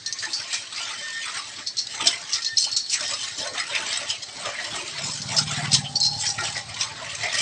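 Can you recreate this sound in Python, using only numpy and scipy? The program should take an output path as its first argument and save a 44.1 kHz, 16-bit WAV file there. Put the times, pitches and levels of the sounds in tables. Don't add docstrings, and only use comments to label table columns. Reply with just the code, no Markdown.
import sys
import numpy as np
from scipy import signal
from scipy.fft import rfft, irfft, next_fast_len
from scipy.io import wavfile
from scipy.ndimage import uniform_filter1d

SR = 44100
rng = np.random.default_rng(int(sys.argv[2]) if len(sys.argv) > 2 else 0)


def undo_db(level):
    steps = np.asarray(level, float) / 20
    return 10 ** steps


def put_to_file(sound):
    columns = np.atleast_2d(sound).T
    safe = np.clip(columns, -1, 1)
    whole_steps = np.round(safe * 32767)
    wavfile.write(sys.argv[1], SR, whole_steps.astype(np.int16))


N = 326781

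# [t/s, relative level/dB, lower ring f/Hz, upper ring f/Hz,
# how long the wires keep landing/s (held within 0.002 to 0.025)]
KNOCK_EVENTS = [(0.061, -8.5, 4230, 5860, 0.0054), (0.075, -15, 4230, 5630, 0.0051),
                (0.125, -7.5, 4900, 6420, 0.0052), (0.187, -16, 4600, 4880, 0.031),
                (0.234, -17.5, 1860, 3340, 0.0091), (0.332, -11.5, 4540, 5160, 0.011),
                (0.529, -11.5, 4020, 7740, 0.022), (0.5397, -12.5, 2360, 5670, 0.011),
                (1.671, -12, 4120, 6080, 0.012), (1.7686, -13.5, 4330, 5720, 0.015),
                (1.785, -11.5, 4260, 5770, 0.023), (1.8686, -13, 3830, 4900, 0.0037),
                (2.0702, 5.5, 3570, 5060, 0.0062), (2.331, -6, 5060, 5670, 0.022),
                (2.419, -16, 4270, 5300, 0.03), (2.446, -13.5, 4000, 5860, 0.033),
                (2.5807, 2.5, 5540, 6130, 0.007), (2.628, -13, 4340, 6400, 0.0028),
                (2.64, -6, 4030, 5900, 0.0069), (2.715, -14.5, 3870, 5450, 0.015),
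                (2.764, -6, 4420, 5640, 0.033), (2.866, -34, 4300, 7600, 0.0036),
                (2.8966, -13.5, 4530, 5630, 0.03), (2.9274, -11.5, 2780, 6350, 0.034),
                (3.007, -13, 3660, 5270, 0.004), (3.078, -12, 3330, 8800, 0.0059),
                (3.108, -16, 3360, 5500, 0.0064), (3.135, -15.5, 5160, 5200, 0.014),
                (3.7505, -12.5, 2287, 5270, 0.0094), (3.929, -8, 4300, 5320, 0.0018),
                (3.971, -10.5, 4030, 8000, 0.004), (4.0915, -14, 3050, 5700, 0.0039),
                (4.101, -11.5, 3050, 3960, 0.0022), (4.2207, -18, 3300, 5050, 0.015),
                (5.1115, -13.5, 3670, 5200, 0.0037), (5.217, -14, 4470, 5430, 0.0095),
                (5.365, -6.5, 5100, 5200, 0.023), (5.383, -6, 5070, 8180, 0.012),
                (5.7175, -6.5, 4240, 5000, 0.01), (5.7307, 0.5, 4250, 8200, 0.0062),
                (5.7392, 1, 4300, 5250, 0.0071), (5.746, 0, 3150, 5250, 0.0071),
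                (5.956, -9, 4490, 4890, 0.0041), (6.001, -6, 6260, 7650, 0.0065),
                (6.028, -10.5, 5360, 5400, 0.025), (6.049, -10, 4850, 5100, 0.0094),
                (6.063, -13, 4220, 5700, 0.0073), (6.129, -22, 3040, 4940, 0.01),
                (6.264, -12, 5350, 5860, 0.027), (6.301, -11.5, 5050, 5760, 0.0075),
                (6.4357, -15, 4075, 5660, 0.01), (6.742, -16, 3050, 4800, 0.0051),
                (6.81, -6.5, 5240, 5580, 0.0041), (7.233, -14.5, 1960, 5170, 0.0051),
                (7.341, -15, 1850, 5130, 0.017), (7.383, -16, 4100, 4850, 0.036)]
# [f/Hz, level/dB]
SMALL_PATCH = [(900, -26), (2700, 0)]


def evened(x):
    return x / np.sqrt(np.mean(x ** 2) + 1e-20)


def read(points, hz):
    f, value = np.transpose(points)
    return np.interp(np.log(hz + 1), np.log(f + 1), value)


def coloured(x, points):
    size = next_fast_len(len(x) + 4096)
    gain = undo_db(read(points, np.fft.rfftfreq(size, 1 / SR)))
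    return irfft(rfft(x, size) * gain, size)[:len(x)]


def ring(x, hz, width):
    r, w = np.exp(-np.pi * width / SR), 2 * np.pi * hz / SR
    return signal.lfilter([np.sin(w)], [1, -2 * r * np.cos(w), r * r], x)


def sway(x, hz, width):
    turn = np.exp(2j * np.pi * np.cumsum(hz) / SR)
    return (turn * signal.lfilter([1], [1, -np.exp(-np.pi * width / SR)], x / turn)).real


def wander(seconds):
    return np.interp(np.arange(N) / SR / seconds, np.arange(2000), rng.standard_normal(2000))


def murmur(db=-42):
    # [f/Hz, relative level/dB]
    room_colour = [(15, -58), (25, -10), (107, 4), (308, 5), (981, -8), (1820, 4), (2500, -9), (4300, 10),
                   (7960, -6), (9000, 1), (11700, -36.5), (19800, -120)]
    return undo_db(db) * evened(coloured(rng.standard_normal(N), room_colour))


def kitchen(x, db=-12, t60=0.18):
    taps = np.zeros(SR // 2)
    at = np.arange(200, len(taps) - 20, 20)
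    sign = rng.choice([-1, 1], len(at))
    taps[at + rng.integers(0, 20, len(at))] = sign * undo_db(-60 * at / SR / t60)
    return undo_db(db) * signal.fftconvolve(x, taps / np.linalg.norm(taps))[:N]


def engine(pipe_hz=800, pipe_width=75, waver=0.026):
    # [t/s, thump level/dB, upper thump share/dB as it nears, pipe whistle level/dB]
    engine_levels = [(0, -50.5, -15, -74), (1.0, -56, -12, -68), (3.0, -47, -14, -60),
                     (4.65, -49.5, -6.5, -58), (5.0, -46.5, 10.5, -71), (5.35, -44, 14, -43),
                     (5.75, -39, 12, -40), (6.2, -38, -3, -36.5), (6.6, -39, -2, -41),
                     (6.9, -38.5, -5, -67), (7.41, -46, -10.5, -68)]
    # [t/s, cycle rate f/Hz]
    cycle_rate = [(0, 5.14), (4.75, 5.14), (5.0, 18.8), (5.6, 18.7), (5.8, 18.4), (7.41, 18.7)]
    # [f/Hz, width/Hz, relative level/dB]
    exhaust_modes = [(106, 48, 0), (140, 50, 0), (185, 60, -6), (235, 60, -11)]
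    t = np.arange(N) / SR
    s, *columns = np.transpose(engine_levels)
    thump_db, upper_db, pipe_db = (np.interp(t, s, c) for c in columns)
    rate = np.interp(t, *np.transpose(cycle_rate))
    halves = np.floor(2 * (np.cumsum(rate * (1 + .02 * wander(.15))) / SR + .96))
    uneven_db = -.85 * rate * (halves % 2) + 2.5 * rng.standard_normal(N)
    puffs = evened(np.diff(halves, prepend=1) * undo_db(uneven_db))
    gas = (.35 + .03 * rate) * rng.standard_normal(N)
    drive = np.diff(uniform_filter1d(puffs + gas, size=140), n=2, prepend=[0, 0])
    low, *upper = (undo_db(db) * evened(ring(ring(drive, hz, width), hz, width))
                   for hz, width, db in exhaust_modes)
    pipe = rng.standard_normal(N)
    drift = pipe_hz * (1 + waver * wander(.12))
    pipe = sway(sway(pipe, drift, pipe_width), drift, pipe_width)
    thump = low + undo_db(upper_db) * evened(sum(upper))
    return undo_db(thump_db + 2.7 * wander(.07)) * thump + undo_db(pipe_db) * evened(pipe)


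def squeaks(hz=1812, octave_db=-13, waver_db=3, waver_hz=8, grow_db=4, rise_s=0.038, fall_s=0.035):
    # [start t/s, length/s, level towards the end/dB]
    squeak_events = [(0.034, .1, -32), (1.002, 0.26, -30), (2.416, 0.16, -35)]
    level = np.zeros(N)
    for s, length, db in squeak_events:
        t = np.arange(0, length, 1 / SR)
        edges = np.clip(np.minimum(t / rise_s, (length - t) / fall_s), 0, 1)
        level[round(s * SR):][:len(t)] = undo_db(db + grow_db * (t / length - 1)) * edges ** 2.2
    turn = 2 * np.pi * np.cumsum(hz + waver_hz * wander(0.11)) / SR
    tone = np.sin(turn) + undo_db(octave_db) * np.sin(2 * turn)
    return np.sqrt(2) * level * undo_db(waver_db * wander(0.047)) * tone


def stroke_db(hz, t):
    # [peak t/s, time to fall 10 dB/s (at least 0.005),
    # wires on the wall level/dB, bowl body level/dB, low slosh level/dB]
    sweep_events = [(.08, -1, -43, -44, -49), (0.228, 0, -26, -56, -61), (0.251, 0.14, -37, -35.5, -43),
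                    (0.352, 0.06, -29, -50, -46), (0.409, 0.09, -34.5, -35.5, -38),
                    (0.539, 0.07, -28.5, -28, -37.5), (0.78, 0.0559, -29.5, -27.5, -40),
                    (0.908, 0.14, -33, -31, -38.5), (1.06, 0.46, -39, -37, -52),
                    (1.25, 0.14, -36.5, -35, -44), (1.311, 0.03, -37, -33, -42),
                    (1.365, 0.03, -26.5, -24, -34), (1.48, 0.1, -37.5, -36.5, -45.5),
                    (1.591, 0.04, -35.5, -33.5, -36), (1.69, -0.6, -53, -40.5, -59),
                    (1.79, -0.03, -35, -70, -73), (1.945, 0.06, -32.5, -35, -40.5),
                    (2.025, 0.07, -33, -32, -30), (2.077, 0.0244, -17, -26.5, -38),
                    (2.11, 0.15, -33.5, -31.5, -34.5), (2.344, 0.09, -30.5, -31, -47),
                    (2.59, -0.53, -29, -55, -66), (2.62, 0.03, -17, -54, -63), (2.69, 0.1, -47, -41, -44),
                    (2.731, -0.04, -22.5, -39, -70), (2.773, -0.09, -16.5, -40, -68),
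                    (2.905, -1.17, -28, -56, -64), (2.944, 0.0366, -18.5, -35.5, -71),
                    (3.01, 0.0042, -23, -31, -27), (3.04, 0.03, -25, -28.5, -32),
                    (3.111, 0.04, -24.5, -30, -32), (3.237, 0.08, -26, -30, -38.5),
                    (3.402, 0.03, -22.5, -29.5, -28), (3.458, 0.0362, -29, -28.5, -27),
                    (3.551, 0.03, -29.5, -35, -28), (3.598, 0.0371, -25, -21.5, -36.5),
                    (3.7, 0.05, -30.5, -29.5, -32.5), (3.765, 0.0361, -27, -17.5, -50),
                    (3.82, 0.09, -32.5, -26, -28), (3.925, 0.0645, -26, -26.5, -40),
                    (4.02, 0.13, -37, -32, -37.5), (4.105, 0.03, -25.5, -34.5, -37),
                    (4.236, 0, -30, -34, -38), (4.29, -0.1, -36, -27.5, -31),
                    (4.402, 0.16, -37.5, -42, -33.5), (4.465, 0.0662, -32.5, -26, -29),
                    (4.63, 0.11, -31.5, -32, -37.5), (4.76, 0.13, -29, -33.5, -31.5),
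                    (4.87, 0.07, -33, -37, -43), (4.99, 0.05, -33.5, -30, -31),
                    (5.07, 0.1, -28, -39, -31.5), (5.15, 0.07, -29, -39.5, -51),
                    (5.23, 0.05, -41, -41.5, -56), (5.342, 0.08, -27, -31, -30),
                    (5.388, 0.01, -19.5, -31, -49), (5.526, 0.07, -27.5, -30, -31.5),
                    (5.581, 0.04, -31.5, -26.5, -41), (5.65, 0.06, -36, -28, -32),
                    (5.754, 0.0272, -14.5, -21.5, -31), (5.96, 1.4, -40, -69, -40.5),
                    (6.214, 0.06, -23.5, -45, -49), (6.25, 0.03, -28, -29.5, -57),
                    (6.289, 0, -22, -32, -27), (6.387, -0.0238, -59, -16.5, -29.5),
                    (6.453, 0.07, -25, -28, -32.5), (6.575, 0.02, -23.5, -36, -29),
                    (6.7, 0.03, -38, -30.5, -39), (6.769, -0.05, -35, -23, -41.5),
                    (6.817, 0.03, -18.5, -26, -34), (6.87, 0, -55, -25, -41), (7.019, 0.21, -55, -33, -33),
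                    (7.11, 0.24, -37.5, -52, -40.5), (7.238, 0.06, -30.5, -23, -36.5),
                    (7.34, 0.05, -33, -27, -34.5), (7.393, 0.0434, -17, -20.5, -30.5)]
    part_hz = (5500, 2000, 700)
    rest_levels = (-56.5, -56.5, -64)
    rise_share = 0.86
    s, fall_s, *columns = np.transpose(sweep_events)
    grid = np.arange(0, N / SR + .1, .004)
    late = (grid[:, None] - s) / np.maximum(fall_s, .005)
    shape = undo_db(-20 * np.maximum(late, -late / rise_share))
    levels = [10 * np.log10(shape @ undo_db(2 * c) + undo_db(2 * rest)) for c, rest in zip(columns, rest_levels)]
    share = [np.interp(-np.log(hz), -np.log(part_hz), row) for row in np.eye(3)]
    return sum(np.multiply.outer(part, np.interp(t, grid, level)) for part, level in zip(share, levels))


def surges(early=0.62, sag=1.05, splash_db=3):
    # [start t/s, length/s, from f/Hz, to f/Hz, relative level/dB, width as a share of the mean pitch]
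    surge_events = [(1.255, 0.072, 1294, 1205, -34, 0.32), (1.997, 0.13, 322, 340, -39.5, 0.33),
                    (2.66, 0.04, 596, 1620, -39, 0.17), (2.911, 0.14, 2907, 1168, -29.5, 0.38),
                    (3.388, 0.208, 590, 511, -38.5, .3), (4.061, .12, 3020, 3000, -31, 0.27),
                    (4.526, 0.21, 1950, 1950, -34, 0.19), (4.619, 0.083, 3130, 3010, -35, 0.18),
                    (4.61, 0.407, 331.4, 377.5, -42.5, 0.18), (6.751, 0.16, 966, 1302, -38.5, 0.24)]
    out = np.zeros(N)
    for s, length, from_hz, to_hz, db, width_share in surge_events:
        u = np.arange(0, length, 1 / SR) / length
        hz = from_hz * (to_hz / from_hz) ** (u ** sag)
        pole = np.exp(-np.pi * width_share * hz.mean() / SR)
        noise = (rng.standard_normal(SR // 2) + 1j * rng.standard_normal(SR // 2))[:len(u)]
        band = signal.lfilter([1], [1, -2 * pole, pole ** 2], noise)
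        band = (band * np.exp(2j * np.pi * np.cumsum(hz) / SR)).real
        swell = np.sin(np.pi * u ** early)
        out[round(s * SR):][:len(u)] += undo_db(db) * swell * evened(band)
    return out * undo_db(splash_db * wander(.015))


def slosh(db=-8, per_s=11, spread_db=4.5, low_hz=560, high_hz=4500, cycles=18):
    t, out = np.arange(N) / SR, np.zeros(N)
    for hz in np.geomspace(low_hz, high_hz, num=24):
        u = np.arange(int(6 * cycles * SR / hz / 2)) * hz / SR / cycles
        bend = 1 + rng.uniform(-.04, .04) * u
        note = u * np.exp(1 - 3 * u) * 3 * np.sin(2 * np.pi * cycles * u * bend)
        births = rng.random(N) < per_s / SR
        births = births * undo_db(spread_db * rng.standard_normal(N) + stroke_db(hz, t))
        out += signal.oaconvolve(births, note)[:N]
    return undo_db(db) * out


def notes(swell_s=.015, waver_db=3.5, rough=.05, clean_hz=450):
    # [t/s, relative level/dB, f/Hz]
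    note_events = [(0.243, -23.5, 1780), (0.28, -35.5, 854), (0.29, -37, 334), (0.544, -31, 1813),
                   (0.548, -38, 1083), (0.553, -28, 2455), (1.397, -28, 1180), (2.016, -28, 1222),
                   (2.14, -29.5, 2070), (2.366, -34.5, 1315), (3.133, -34, 568), (3.14, -29.5, 1206),
                   (3.402, -33, 617), (3.727, -33, 560), (3.756, -28, 2270), (4.027, -33.5, 590),
                   (4.466, -28, 1225), (4.475, -25, 579), (4.48, -30.5, 694), (4.615, -36, 706),
                   (5.4, -28, 1385), (5.522, -30.5, 1345), (5.597, -31, 710), (5.645, -30, 1110),
                   (5.86, -28, 3090), (6.256, -29, 1990), (6.404, -22.5, 1403), (6.425, -28.5, 354),
                   (6.43, -27, 840), (6.44, -28.5, 680), (6.569, -29.5, 1956), (7.024, -34.5, 654),
                   (7.244, -26, 2094), (7.249, -27, 708)]
    out, t = np.zeros(N + 6000), np.arange(6000) / SR
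    swell = t / swell_s * np.exp(1 - t / swell_s)
    for (s, db, hz), (a, b) in zip(note_events, rng.standard_normal((len(note_events), 2, 8000))):
        scrape = signal.lfilter([1], [1, -np.exp(-np.pi * rough * hz / SR)], a + 1j * b)[-len(t):]
        scrape = scrape / np.std(scrape) + clean_hz / hz
        tone = (scrape * np.exp(2j * np.pi * hz * t)).real / np.hypot(1, clean_hz / hz)
        out[round((s - 1.3 * swell_s) * SR):][:len(t)] += undo_db(db) * swell * tone
    return out[:N] * undo_db(waver_db * wander(0.026))


def drags(db=-3, split_hz=85, width=95, slips_per_s=250, catch=0.07, fade_db=-20, climb=0.033,
          upper=1.22, upper_db=-7):
    # [start t/s, length/s, relative level/dB, f/Hz]
    drag_events = [(0.052, 0.15, -39, 4370), (0.323, 0.11, -21, 4450), (1.662, 0.066, -22, 4290),
                   (1.777, 0.079, -17.5, 4250), (2.459, 0.065, -19.5, 4290), (2.569, 0.012, -1, 4250),
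                   (2.583, 0.17, -19.5, 4253), (2.702, .32, -24, 4290), (5.952, 0.034, -9, 4520),
                   (5.999, 0.22, -15, 4180), (6.251, 0.12, -21, 5600)]
    out = np.zeros(N)
    for s, length, peak_db, hz in drag_events:
        t = np.arange(0, length, 1 / SR)
        slips = rng.standard_normal((4, SR // 2)) + 1j * rng.standard_normal((4, SR // 2))
        slips = (slips * (rng.random((4, SR // 2)) < slips_per_s / SR))[:, :len(t)]
        pole = np.exp(-np.pi * width / SR)
        swing = signal.lfilter([1], [1, -2 * pole, pole ** 2], slips)
        four = np.outer([1, upper], [hz - split_hz, hz + split_hz]).ravel()
        swing *= undo_db([[0], [0], [upper_db], [upper_db]])
        turn = 2j * np.pi * np.outer(four, t * (1 + climb * t / length / 2))
        song = (swing * np.exp(turn)).real.sum(0)
        shape = np.minimum(t / length / catch, 1) * undo_db(fade_db * (t / length) ** 1.37)
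        out[round(s * SR):][:len(t)] += undo_db(db + peak_db) * shape * evened(song)
    return out


def landing(length_s, rise_s=.0005):
    t = np.arange(3000) / SR
    return (1 - np.exp(-t / rise_s)) * np.exp(-t / np.clip(length_s, .002, .025))


def cracks(db=-13, spot_db=-8, spot_width=170):
    burst, spots, grit = np.zeros(N + 3000), np.zeros(N + 3000), rng.standard_normal(N + 3000)
    for s, peak_db, lower_hz, upper_hz, length_s in KNOCK_EVENTS:
        at = int(s * SR)
        part = undo_db(peak_db) * landing(length_s) * grit[at:][:3000]
        burst[at:][:3000] += part
        clink = ring(part, lower_hz, spot_width) + ring(part, upper_hz, spot_width)
        spots[at:][:3000] += clink * np.sqrt(spot_width / SR)
    broad = coloured(burst[:N], [(1000, -64), (3200, -11), (4200, 10.0), (6200, 9.0), (9000, -9.0)])
    return undo_db(db) * broad + undo_db(spot_db) * coloured(spots[:N], SMALL_PATCH)


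def bowl(rub_db=-38, ticks_per_s=600, tick_spread_db=5, place_db=8, place_s=.045, knock_db=-12,
         reach=0.045, load=0.0128):
    # [f/Hz, relative level/dB, nominal t60/s (60 dB down in 0.84 of it)]
    modes = [(590, -8.5, 0.15), (679, 2.5, 0.058), (880, 3, 0.052), (1072, -5.5, 0.18), (1160, -1.5, 0.13),
             (1410, 1, 0.076), (1855, 2.5, 0.14), (1960, 7, 0.042), (2070, 2, 0.043), (2350, -3.5, 0.19),
             (3050, 4.5, 0.053), (3187, 3, 0.055), (3570, 0, 0.053), (3900, 0.5, 0.082), (4230, -4, 0.14),
             (4300, -21, 0.071), (4850, -16.5, 0.096), (5270, 2.5, 0.043), (5128, 1.5, 0.087),
             (5720, -1, 0.07), (6280, -8.5, 0.19), (6870, -19, 0.033), (7590, -4, 0.071), (7960, 4, 0.023),
             (9100, 7.5, 0.026)]
    t = np.arange(N) / SR
    ticks = undo_db(tick_spread_db * np.minimum(rng.exponential(1, N), 4)) * (rng.random(N) < ticks_per_s / SR)
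    ticks = evened(ticks * rng.choice([-1, 1], N))
    luck, grit = rng.standard_normal((len(KNOCK_EVENTS), len(modes))), rng.standard_normal(N)
    mode_hz = np.transpose(modes)[0]
    blows = np.zeros((len(modes), N + 3000))
    for (s, peak_db, lower_hz, upper_hz, length_s), chance in zip(KNOCK_EVENTS, luck):
        apart = np.minimum(abs(np.log(mode_hz / lower_hz)), abs(np.log(mode_hz / upper_hz)))
        near_db = -14 * np.minimum((apart / reach) ** 2, 1)
        low_db = -30 * np.clip(np.log(lower_hz / mode_hz) / 0.04, 0, 1)
        shape = landing(length_s)
        size = undo_db(knock_db + peak_db + near_db + low_db + 3.4 * chance) / np.linalg.norm(shape)
        blows[:, int(s * SR):][:, :len(shape)] += np.outer(size, shape)
    body, wall = np.zeros((2, N))
    for (hz, db, t60), blow in zip(modes, blows):
        wet = np.clip(1.4 - hz / 2500, 0, 1)
        rub_level = rub_db + stroke_db(hz, t) + place_db * np.minimum(wander(place_s), 1.5)
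        rub = ((1 - wet) * ticks + wet * grit) * undo_db(rub_level)
        pitch = hz * (1 + load * wander(.06))
        part = wall if hz > 2800 else body
        part += undo_db(db) * sway(rub + grit * blow[:N], pitch, 2.62 / t60)
    return body + coloured(wall, SMALL_PATCH)


def hiss(db=1.5, patch_db=4, colour_db=3.5, flicker_db=3.5):
    # [f/Hz, relative level/dB]
    rub_colour = [(250, 1.5), (450, -3.5), (700, -6.5), (1300, 1), (2000, 2.5), (2700, 3.5), (4200, 1),
                  (5500, 0), (7000, -4.5), (8300, -4.5), (12000, -16)]
    frames, hz = N // 128 + 5, np.fft.rfftfreq(512, 1 / SR)
    a, b, patches, colour = rng.standard_normal((frames, 257, 4)).T
    colour = evened(uniform_filter1d(uniform_filter1d(colour, size=9, axis=0), size=16, axis=1))
    patches = evened(uniform_filter1d(uniform_filter1d(patches, size=2, axis=0), size=12, axis=1))
    flicker = evened(uniform_filter1d(rng.standard_normal(frames), size=2))
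    flicker = np.outer(np.clip(hz / 4000, 0, 1), flicker)
    noise = a + 1j * b
    level = read(rub_colour, hz)[:, None] + patch_db * patches + colour_db * colour + flicker_db * flicker
    level = level + db + stroke_db(hz + 1, np.arange(frames) * 128 / SR)
    scale = 1 / np.std(signal.istft(noise, nperseg=512, noverlap=384)[1])
    return signal.istft(noise * undo_db(level) * scale, nperseg=512, noverlap=384)[1][:N]


def scene():
    whisk = hiss() + bowl() + cracks() + drags() + slosh() + notes() + surges()
    return (whisk + kitchen(whisk) + squeaks() + engine() + murmur())[None]


def roll_off(x):
    return signal.sosfilt(signal.butter(12, 15480, fs=SR, output="sos"), x)


def record(dry):
    # [f/Hz, level/dB]
    chain_response = [(20, -20), (60, -14), (85, -11), (110, -8), (8400, -0.5), (8900, -18.5),
                      (9500, -13.5), (10000, -26.5), (11900, -31), (12400, -64), (15000, -58)]
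    rounded = .85 * np.tanh(dry[0] / .85)
    heard = coloured(rounded, chain_response)[None]
    return roll_off(heard)


dry = scene()
out = record(dry)
put_to_file(out)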